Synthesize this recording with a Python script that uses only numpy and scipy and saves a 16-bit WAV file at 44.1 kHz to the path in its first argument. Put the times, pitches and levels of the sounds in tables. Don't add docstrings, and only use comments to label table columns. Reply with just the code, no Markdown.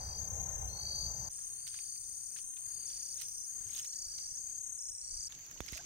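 import sys
import numpy as np
from scipy import signal
from scipy.fft import rfft, irfft, next_fast_len
from scipy.io import wavfile
from scipy.ndimage import uniform_filter1d, map_coordinates

SR = 44100
rng = np.random.default_rng(int(sys.argv[2]) if len(sys.argv) > 2 else 0)


def attenuation_scalar(level_db):
    decades = np.asarray(level_db, float) / 20
    return 10 ** decades


def pcm_store(signal):
    levels = np.round(np.clip(np.atleast_2d(signal), -1, 1) * 32767)
    wavfile.write(sys.argv[1], SR, levels.astype(np.int16).T)


N = 257984
TIME = np.arange(N) / SR

CUTS = [0, 1.292, 5.288, 5.86]
HIGH_RATE = (62.84, 62.74)
HIGH_STARTS = (.0189, 1.3148, 3.5462, 4.3432)
HIGH_LENGTHS = (2.223, .789, 1)
CLEAR_RATES = (38, 35.3)
DOUBLE_RATE = 31.3


def unit(x):
    return x / np.sqrt(np.mean(x ** 2) + 1e-20)


def along(points, hz):
    f, v = np.transpose(points)
    return np.interp(np.log(hz + 1), np.log(f + 1), v)


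def curves(rows):
    s, *columns = np.transpose(rows)
    return [np.interp(TIME, s, column) for column in columns]


def wobble(rate):
    return map_coordinates(rng.standard_normal(size=4000), [TIME * rate])


def filtered(x, response):
    m = next_fast_len(x.shape[-1] + 8192)
    return irfft(rfft(x, m) * response(np.fft.rfftfreq(m, 1 / SR)), m)[..., :x.shape[-1]]


def sides(pan_db):
    left, right = attenuation_scalar(pan_db / 2), attenuation_scalar(-pan_db / 2)
    return np.sqrt(2) * np.array([left, right]) / np.hypot(left, right)


def lagged(pair, lag):
    return np.array([np.roll(pair[0], round(lag)), pair[1]])


def rush(spectrum, alike, patchy_db, size=N):
    z = signal.stft(rng.standard_normal((2, size + 512)), nperseg=512)[2]
    field = uniform_filter1d(rng.standard_normal(z.shape[1:]), size=5, axis=0)
    field = uniform_filter1d(field, size=8, axis=1)
    pair = signal.istft(z * attenuation_scalar(patchy_db * unit(field)), nperseg=512)[1][:, :size]

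    def response(hz):
        coherence = along([(100, 0.91), (900, alike), (4000, alike / 2)], hz)
        angle = np.arccos(np.clip(coherence, 0, 1)) / 2
        return attenuation_scalar(along(spectrum, hz)) * [np.cos(angle), np.sin(angle)]

    mid, side = filtered(pair, response)
    return unit(np.array([mid + side, mid - side]))


def swells(rows, rest_db):
    gain = attenuation_scalar(rest_db)
    for s, db, rise, fall in rows:
        distance = np.maximum((s - TIME) / rise, (TIME - s) / fall)
        gain = gain + attenuation_scalar(db - 25 * distance.clip(0, 8))
    return gain


def shot(s):
    return int(np.searchsorted(CUTS, s)) - 1


def stop(s, length):
    return min(s + length, CUTS[shot(s) + 1] - .006, TIME[-1])


def phrases(singers):
    rows = []
    for (rate, hz, sag, pan_db, turn), songs in singers:
        for s, length, db in songs:
            since = s - CUTS[shot(s)]
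            rows.append((s, stop(s, length), rate, hz - sag * since, db, pan_db + turn * since, 0))
    return rows


def trill(rows, duty, arch_hz, slope_hz, dip, lean, scatter_db, loose_hz, octave_db):
    out = np.zeros((2, N))
    drift_hz = 14 * wobble(1.3)
    for first, end, rate, hz, db, pan_db, climb_hz in rows:
        last_edge = first + (np.floor((end - first) * rate) + .5) / rate
        span = slice(max(0, round((first - .5 / rate) * SR)), round(last_edge * SR))
        t = TIME[span] - first
        stroke = np.floor(t * rate + .5).astype(int).clip(0)
        size, phase, detune = rng.standard_normal((400, 3))[stroke].T
        u = np.clip((t * rate - stroke) / duty, -.5, .5)
        shape = np.cos(np.pi * u) ** 0.5 * (1 - dip * np.exp(-(u / 0.16) ** 2)) * np.exp(-lean * u)
        pitch = hz + drift_hz[span] + arch_hz * np.cos(2 * np.pi * u) / 2
        pitch += loose_hz * detune - slope_hz * u
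        cold = np.exp(-(t / .09) ** 2)
        pitch -= climb_hz * cold
        shape *= attenuation_scalar(-.045 * climb_hz * cold)
        angle = 2 * np.pi * np.cumsum(pitch) / SR + phase * loose_hz / 12
        tone = unit(shape * (np.sin(angle) + attenuation_scalar(octave_db) * np.sin(2 * angle)))
        out[:, span] += attenuation_scalar(db + scatter_db * size) * tone * sides(pan_db)[:, None]
    return out


def ground_noise(k, t, gust, alike, lag):
    # f/Hz, density/dB
    ground = [
        [(13, -55), (22, -20), (49, -3), (69, -0.5), (190, -13.5), (241, -28), (366, -24), (498, -17.5),
         (863, -11.5), (1230, -27), (1630, -30), (3230, -40.5), (3850, -42), (4200, -37), (5460, -70),
         (9240, -120)],
        [(13, -24), (22, 3.5), (53, -2), (86, -1), (146, -6.5), (328, -20.5), (418, -15), (1080, -20.5),
         (1950, -17), (3520, -24), (4200, -24.5), (5460, -64), (9240, -120)],
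        [(13, -33), (22, 7.5), (107, 2), (149, 2), (221, -5), (328, -4.5), (409, -6.5), (985, -11),
         (1710, -9.5), (1860, -7), (4200, -14), (5460, -48), (9240, -120)],
    ]
    rumble = [
        (-48, -0.23),
        (-66, -0.4),
        (-65, 8.5),
    ]
    start_db, drift_db = rumble[k]
    noise = lagged(rush(ground[k], alike, patchy_db=2.0, size=len(t)), lag)
    return attenuation_scalar(start_db + drift_db * (t - CUTS[k])) * gust * noise


def far_chorus(k, size, level_db, pan_db):
    # f/Hz, density/dB
    chorus = [
        [(2350, -74), (4000, -49), (4180, -41), (4600, -29), (5260, -39), (5840, -6.5), (6080, -14),
         (6430, -2.5), (7370, -27), (8620, -5), (9700, -14.5), (12600, -47), (21300, -120)],
        [(2350, -40), (4000, -35), (4670, -25), (5180, -82), (5520, -15.5), (6380, 2.5), (6700, 0.5),
         (7480, -18.5), (8870, -5.5), (9520, 8.5), (9700, -5), (12600, -63), (21300, -120)],
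        [(2350, -44), (4000, -38), (4620, -3), (5630, -32), (5970, 3), (6380, 6), (6850, 2), (7480, -7.5),
         (9700, -13), (12600, -54), (21300, -120)],
    ]
    # f/Hz, gain/dB
    thin = [(7600, 0), (8000, -5), (9300, -6), (9650, -60)]
    noise = rush(chorus[k], 0.051, patchy_db=2.0, size=size)
    return filtered(attenuation_scalar(level_db - 1.5) * noise * sides(pan_db)[:, None], lambda hz: attenuation_scalar(along(thin, hz)))


def breeze():
    # t/s, level/dB, build-up/s, release/s
    buffet = [(.02, -40, .3, 0.56), (.6, -44, 0.55, 0.11), (1.09, -45, 1, 0.43), (1.56, -75, 0.26, 0.17),
              (3.7, -68, 0.35, 0.36), (4.01, -50, 0.11, 0.3), (4.43, -52, 0.19, 0.065),
              (4.9, -57, 0.87, 0.33), (5.15, -44.5, 0.19, 0.43), (5.6, -60, 0.077, 0.45)]
    spectrum = [(15, -13.5), (28, -6.5), (50, -12.0), (90, -13), (200, -56)]
    return attenuation_scalar(-13.0) * swells(buffet, rest_db=-92) * rush(spectrum, 0.87, patchy_db=-3.5)


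def grass_insects():
    # f/Hz, density/dB
    hiss = [(10500, -90), (11000, -11.5), (11600, -4.5), (12500, 0), (14000, -0.5), (15700, -3)]
    # t/s, level/dB, left-right/dB
    sizzle = [(0, -73, 30), (3.8, -71.5, 39), (5.15, -80.5, 48), (5.85, -74, 22)]
    hiss_db, pan_db = curves(sizzle)
    return attenuation_scalar(hiss_db + 10.5) * rush(hiss, 0.18, patchy_db=2.2) * sides(pan_db) * (TIME < CUTS[2])


def engine():
    hum = np.sin(2 * np.pi * np.cumsum(63 + 2.44 * wobble(6.0)) / SR)
    return hum * attenuation_scalar(-52 + 3.5 * wobble(9.6)) * (TIME < CUTS[1])


def low_singers():
    # first stroke t/s, length/s, f/Hz, level/dB
    low = [(0.697, 0.38, 4584, -42), (1.507, 0.48, 4653, -55), (2.588, 0.23, 4780, -58),
           (2.6984, 0.45, 4653, -53), (3.8514, .43, 4680, -50.5), (5.0161, .4, 4720, -50)]
    # first stroke t/s, length/s, level/dB
    low_tail = [(0.918, 0.16, -48), (1.1, 0.33, -51), (1.319, 0.19, -63.5), (2.0135, 0.39, -60.5),
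                (3.2235, 0.5, -61.5), (4.2936, 0.3, -59.5), (5.7916, .1, -62)]
    # first stroke t/s, length/s, f/Hz, level/dB
    falling = [
        (-.004, .21, 4660, -48),
        (.232, .05, 4690, -56),
    ]
    low_rates = (51.75, 51.05, 51)
    tail_rates = (50.2, 51.3, 51)
    pan_db, climb_hz, tail_hz = 2.5, 300.8, 4700
    rows = [(s, stop(s, d), low_rates[shot(s)], hz, db, pan_db, climb_hz) for s, d, hz, db in low]
    rows += [(s, stop(s, d), tail_rates[shot(s)], tail_hz, db, pan_db, 0) for s, d, db in low_tail]
    early = trill([row for row in rows if row[0] < CUTS[1]], duty=.72, arch_hz=149.4, slope_hz=-350,
                  dip=0.03, lean=-0.27, scatter_db=1.0, loose_hz=12, octave_db=-17)
    late = trill([row for row in rows if row[0] > CUTS[1]], duty=.68, arch_hz=151.7, slope_hz=-30,
                 dip=0.03, lean=0.01, scatter_db=1.0, loose_hz=13, octave_db=-13)
    falls = [(s, s + d, tail_rates[0], hz, db, pan_db, 0) for s, d, hz, db in falling]
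    sliding = trill(falls, duty=.8, arch_hz=179, slope_hz=520,
                    dip=0.03, lean=1.3, scatter_db=0.5, loose_hz=14, octave_db=-14)
    return early + late + sliding


def far_singers():
    # first stroke t/s, length/s, f/Hz, level/dB
    songs = [(0.006, .16, 6200, -48.5), (0.022, .18, 5930, -52.5), (0.1876, .5, 6220, -42.5),
             (.3598, .2, 6840, -55), (0.7047, .55, 6080, -45), (0.966, .33, 6230, -47.5),
             (1.031, .24, 6780, -57), (1.3303, .22, 6480, -49.5), (1.4455, .57, 6275, -51),
             (1.623, .67, 6380, -59), (2.056, .54, 6120, -53.5), (2.418, .45, 6350, -49),
             (3.008, .77, 6100, -56), (3.203, .6, 6370, -48), (4.1156, .63, 6360, -49),
             (4.1429, .62, 6080, -54.5), (5.0615, .6, 6100, -62), (5.114, .6, 6400, -47),
             (5.315, .6, 6620, -55.5), (5.3308, .6, 6130, -60.5), (5.46, .6, 5760, -62.5)]
    rates = (32.3, 31.7, 32.4, 38.2, 32, 32.2, 30, 33.7, 33.2, 31, 32.95, 33.85, 33.1, 33.75, 34.2, 32.35,
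             31.5, 33.8, 30.5, 31.5, 31.5)
    bearings = [11, 7.5, -8]
    rows = [(s, stop(s, d), rate, hz, db, bearings[shot(s)], 0) for rate, (s, d, hz, db) in zip(rates, songs)]
    return trill(rows, duty=.6, arch_hz=149.6, slope_hz=31.0,
                 dip=0.17, lean=0.11, scatter_db=-0.5, loose_hz=13.8, octave_db=-19.5)


def high_singer():
    # t/s, length/s, level/dB
    high_songs = [
        ((HIGH_RATE[0], 8740, 0, 3.5, 0), [(HIGH_STARTS[0], 1.3, -59)]),
        ((HIGH_RATE[1], 8720, 65, 10, 0), [(HIGH_STARTS[1], HIGH_LENGTHS[0], -49), (HIGH_STARTS[2], HIGH_LENGTHS[1], -49), (HIGH_STARTS[3], HIGH_LENGTHS[2], -49)]),
    ]
    # t/s, change/dB, left-right/dB
    turning = [(0, -9, 0), (1.29, -11, 3), (1.3, 5, 0.5), (3.26, 2.5, 4.5), (4.11, 0.7, 2.5), (5.28, 1, 15)]
    change_db, pan_db = curves(turning)
    high = trill(phrases(high_songs), duty=.7, arch_hz=1097, slope_hz=400,
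                 dip=0.96, lean=0, scatter_db=0.4, loose_hz=11.1, octave_db=-46)
    high = filtered(high, lambda hz: along([(9450, 0.89), (9800, .001)], hz))
    return high * attenuation_scalar(change_db) * sides(pan_db) / sides(3.2)[:, None]


def clear_singer():
    # t/s, length/s, level/dB
    clear_songs = [
        ((CLEAR_RATES[0], 6570, 4.4, 21, 7.7), [(.2018, 0.36, -45), (.9609, 0.37, -47.5)]),
        ((CLEAR_RATES[1], 6610, 7.8, 15.3, -3.2), [(1.3028, 0.32, -58), (1.8116, 0.6, -49.5), (2.6625, 0.51, -45.5), (3.4822, .59, -46), (4.3588, 0.56, -45.5), (5.201, 0.16, -47.5)]),
    ]
    return trill(phrases(clear_songs), duty=.55, arch_hz=107.7, slope_hz=29,
                 dip=0, lean=-0.16, scatter_db=-1.5, loose_hz=7.2, octave_db=-20.0)


def double_singer():
    # t/s, length/s, level/dB
    double_songs = [((DOUBLE_RATE, 5690, 21, 0.66, -1.1), [(1.3151, .155, -56.5), (1.8571, 0.58, -58.5),
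                    (2.8763, .6, -51.5), (3.8366, .57, -50), (4.7972, 0.68, -49.5)])]
    return trill(phrases(double_songs), duty=.58, arch_hz=220.5, slope_hz=30.3,
                 dip=0.74, lean=0.87, scatter_db=0.5, loose_hz=9.1, octave_db=-25.5)


def crickets():
    # f/Hz, gain/dB
    dark = [(9500, 0), (9750, -45), (10850, -45), (11050, 0)]
    low, far, high = low_singers(), far_singers(), high_singer()
    near = np.where(TIME < CUTS[1], lagged(high, -5), lagged(high, -24))
    near = near + lagged(clear_singer(), -12.5) + attenuation_scalar(2.0) * lagged(double_singer(), -13)
    direct = attenuation_scalar(-1.88) * near + attenuation_scalar(-2.0) * lagged(low, -7) + attenuation_scalar(-1.5) * lagged(far, -9.0)
    distant = attenuation_scalar(-15) * near + attenuation_scalar(-6.5) * high + attenuation_scalar(-10.5) * low + attenuation_scalar(-10.0) * far
    return filtered(np.array([direct, distant]), lambda hz: attenuation_scalar(along(dark, hz)))


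def scattered(x, t60):
    t = np.arange(SR // 4) / SR
    tail = rng.standard_normal((2, len(t))) * attenuation_scalar(-60 * t / t60) * (t > .002)
    return signal.fftconvolve(x, tail / np.linalg.norm(tail[0]), axes=1)[:, :x.shape[1]]


def leaf_crackle():
    # t of most strain/s, level/dB, build-up/s, release/s
    rustle = [(1.41, -73.5, 0.43, 0.13), (1.68, -56, 0.019, 0.047), (1.76, -57, 0.065, 0.13),
              (2.37, -58, 0.012, 0.078), (2.57, -72, 0.08, 0.078), (2.94, -64.5, 0.25, 0.34),
              (3.22, -52, 0.062, 0.043), (3.79, -51.5, 0.16, 0.091), (3.85, -53, 0.01, 0.016),
              (4.18, -73, 0.078, 0.13), (4.49, -73, .02, 0.15), (5.32, -65, 0.14, 0.32),
              (5.63, -88, 0.37, .3), (5.772, -52, 0.22, 0.09)]
    # f/Hz, density/dB
    leaf = [(700, -57), (1300, -3), (2000, -1), (4000, 5.5), (7000, 10.5), (10500, -7.5), (15700, -9)]
    strain = swells(rustle, rest_db=-88) * (TIME > CUTS[1])
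    alike = .8
    grains = alike * rng.standard_normal(N) + (1 - alike) * rng.standard_normal((2, N))
    grains = grains * attenuation_scalar(4.5 * wobble(500))
    crackle = unit(filtered(grains, lambda hz: attenuation_scalar(along(leaf, hz))))
    return lagged(attenuation_scalar(6.5) * strain * crackle * sides(-10)[:, None], 15)


def snaps():
    # t/s, peak level/dB, ring f/Hz, brightness/dB
    dry_snaps = [(1.3885, -55.5, 1730, -7), (1.5253, -62, 3840, -3), (1.6687, -44.5, 4350, 3),
                 (1.7418, -43.5, 1630, -25), (1.7881, -45, 2450, -26), (1.9593, -57, 2330, 7),
                 (2.0401, -60.5, 3800, -4), (2.361, -48, 1710, -9), (2.534, -60, 2000, -5),
                 (2.566, -51, 3540, -7), (2.6602, -56.5, 2060, -19), (2.7076, -62, 1990, 1),
                 (2.9017, -54, 3460, -7), (3.143, -60, 3780, -11), (3.1793, -54, 3670, -19),
                 (3.2115, -48.5, 7460, 4), (3.2828, -52.5, 4850, 13), (3.6942, -52, 2200, 7),
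                 (3.7322, -54, 3950, 13), (3.75, -45.5, 3550, 8), (3.772, -44, 4120, 6),
                 (3.7952, -43.5, 3160, 7.5), (3.845, -47, 3850, 8), (3.9333, -51, 4000, -5),
                 (4.1838, -44.5, 4150, -35), (4.891, -61, 3130, -21),
                 (1.752, -59, 2500, -10), (2.3635, -54, 2600, -5), (2.368, -53, 3900, -5),
              (2.380, -50, 4400, -5), (2.391, -54.5, 3000, -5), (2.570, -54, 2500, -5),
              (3.2133, -47, 4150, 12), (3.217, -50.5, 2800, 9), (3.72, -57, 4150, 0),
              (3.783, -55, 6000, 14), (3.805, -53, 3000, 0), (3.853, -57, 3050, -4)]
    # t/s, peak level/dB, ring f/Hz
    crushed = [(5.305, -55.5, 2170), (5.3218, -42.5, 3640), (5.498, -55, 2430), (5.5119, -52, 1770),
               (5.5751, -51.5, 2900), (5.6044, -42.5, 3530), (5.6815, -40.5, 2230), (5.6852, -37.5, 5170),
               (5.7307, -38, 2100), (5.7355, -42, 2100), (5.776, -38, 2570)]
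    # t/s, peak level/dB, left-right/dB
    ticks = [(5.2992, -52, 6.0), (5.3227, -46, 9.0), (5.39, -49, -1.0), (5.4115, -53, -1.5),
             (5.436, -61, 8.0), (5.4489, -50, 9.5), (5.4646, -44, 1.5), (5.5118, -43.5, -4),
             (5.5432, -54, 2.0), (5.605, -37.5, -4.5), (5.6622, -39, 11), (5.7225, -40, 9.0),
             (5.772, -39, 15), (5.774, -42, 9.5)]
    leaf_t60, twig_t60 = 0.063, 0.025
    events = [(*row, -20 + 14 * rng.standard_normal(), leaf_t60) for row in dry_snaps]
    events += [(*row, -24, -11, leaf_t60) for row in crushed]
    events += [(s - .001, db - 3.5, 6200, 4, pan_db, twig_t60) for s, db, pan_db in ticks]
    out, t = np.zeros((2, N + 2048)), np.arange(2048) / SR
    middle = signal.butter(2, [1300, 8000], "bandpass", fs=SR)
    top = signal.butter(2, [8000, 15500], "bandpass", fs=SR)
    for s, db, hz, bright_db, pan_db, t60 in events:
        noise = rng.standard_normal((3, len(t)))
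        ring = np.sin(2 * np.pi * hz * t) * attenuation_scalar(-60 * t / 0.011)
        crack = 0.9 * noise[0] * attenuation_scalar(-60 * t / 0.0066) + 0.34 * noise[1:] * attenuation_scalar(-60 * t / t60)
        body = signal.lfilter(*middle, crack + ring)
        fizz = signal.lfilter(*top, crack)
        burst = attenuation_scalar(db + 4.5) * (body + attenuation_scalar(bright_db - 1.0) * fizz) * sides(pan_db)[:, None]
        out[:, round((s + .0012) * SR):][:, :len(t)] += burst
    return lagged(out[:, :N], 15)


def brook_fizz():
    # f/Hz, density/dB
    open_air = [(4500, -60), (6500, -6), (8500, -3), (10000, -7), (12500, 0), (15700, -2)]
    return attenuation_scalar(-67) * rush(open_air, .3, patchy_db=5.0) * (TIME > CUTS[2])


def mud():
    # t/s, level/dB, first f/Hz, last f/Hz, length/s
    bubbles = [(5.562, -59, 980, 960, 0.0061), (6.5, -61, 1130, 1400, 0.0049),
               (5.583, -65, 1000, 1050, 0.0051), (5.776, -59, 1600, 1800, 0.01),
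               (5.792, -52, 1520, 1800, 0.017), (5.788, -56, 660, 1330, 0.04),
               (5.757, -56.5, 640, 530, 0.02)]
    # t/s, level/dB, first f/Hz, last f/Hz, t60/s
    thuds = [
        (5.6054, -34.5, 555, 56, 0.088),
        (5.7261, -38.5, 400, 56, 0.1),
    ]
    # t/s, peak level/dB, contact/s
    slap = (5.6052, -25.5, 0.00011)
    slap_s, slap_db, contact = slap
    out, t = np.zeros((2, N + SR)), np.arange(SR // 8) / SR
    for s, db, first_hz, last_hz, t60 in thuds:
        pitch = last_hz + (first_hz - last_hz) * np.exp(-t / 0.0013)
        thud = np.sin(2 * np.pi * np.cumsum(pitch) / SR) * attenuation_scalar(db - 60 * t / t60)
        out[:, round(s * SR):][:, :len(t)] += thud * sides(-8.0)[:, None]
    out[:, :N] -= attenuation_scalar(slap_db) * np.exp(-((TIME - slap_s) / contact) ** 2) * sides(-19.0)[:, None]
    for s, db, first_hz, last_hz, length in bubbles:
        u = np.clip(t / length, 0, 1)
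        pitch = first_hz + (last_hz - first_hz) * u ** 2
        bubble = np.sin(np.pi * u ** 0.4) * np.sin(2 * np.pi * np.cumsum(pitch) / SR)
        out[:, round(s * SR):][:, :len(t)] += attenuation_scalar(db) * bubble
    return out[:, :N]


def scene():
    # chorus level/dB, chorus left-right/dB, ground likeness (0-1), ground left lag/samples
    shots = [
        (-46.5, 6, 0.76, 23.4),
        (-46, -0.5, 0.1, 1),
        (-52, 4, 0.1, 2),
    ]
    direct, distant = crickets()
    out = breeze() + grass_insects() + engine() + direct + leaf_crackle() + snaps() + brook_fizz() + mud()
    gusts = attenuation_scalar(1.7 * wobble(5.5))
    for k, (chorus_db, pan_db, alike, lag) in enumerate(shots):
        span = slice(round(CUTS[k] * SR), round(CUTS[k + 1] * SR))
        t = TIME[span]
        out[:, span] += ground_noise(k, t, gusts[span], alike, lag)
        out[:, span] += far_chorus(k, len(t), chorus_db, pan_db)
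        out[:, span] += scattered(distant[:, span], t60=0.38)
    for cut in CUTS[1:3]:
        out *= np.clip(abs(TIME - cut) / 0.006, 0, 1)
    return out


def low_pass(x):
    return signal.sosfilt(signal.butter(12, 15800, fs=SR, output="sos"), x)


def record(dry):
    mix = filtered(dry, lambda hz: hz < 15800)
    return low_pass(mix)


dry = scene()
out = record(dry)
pcm_store(out)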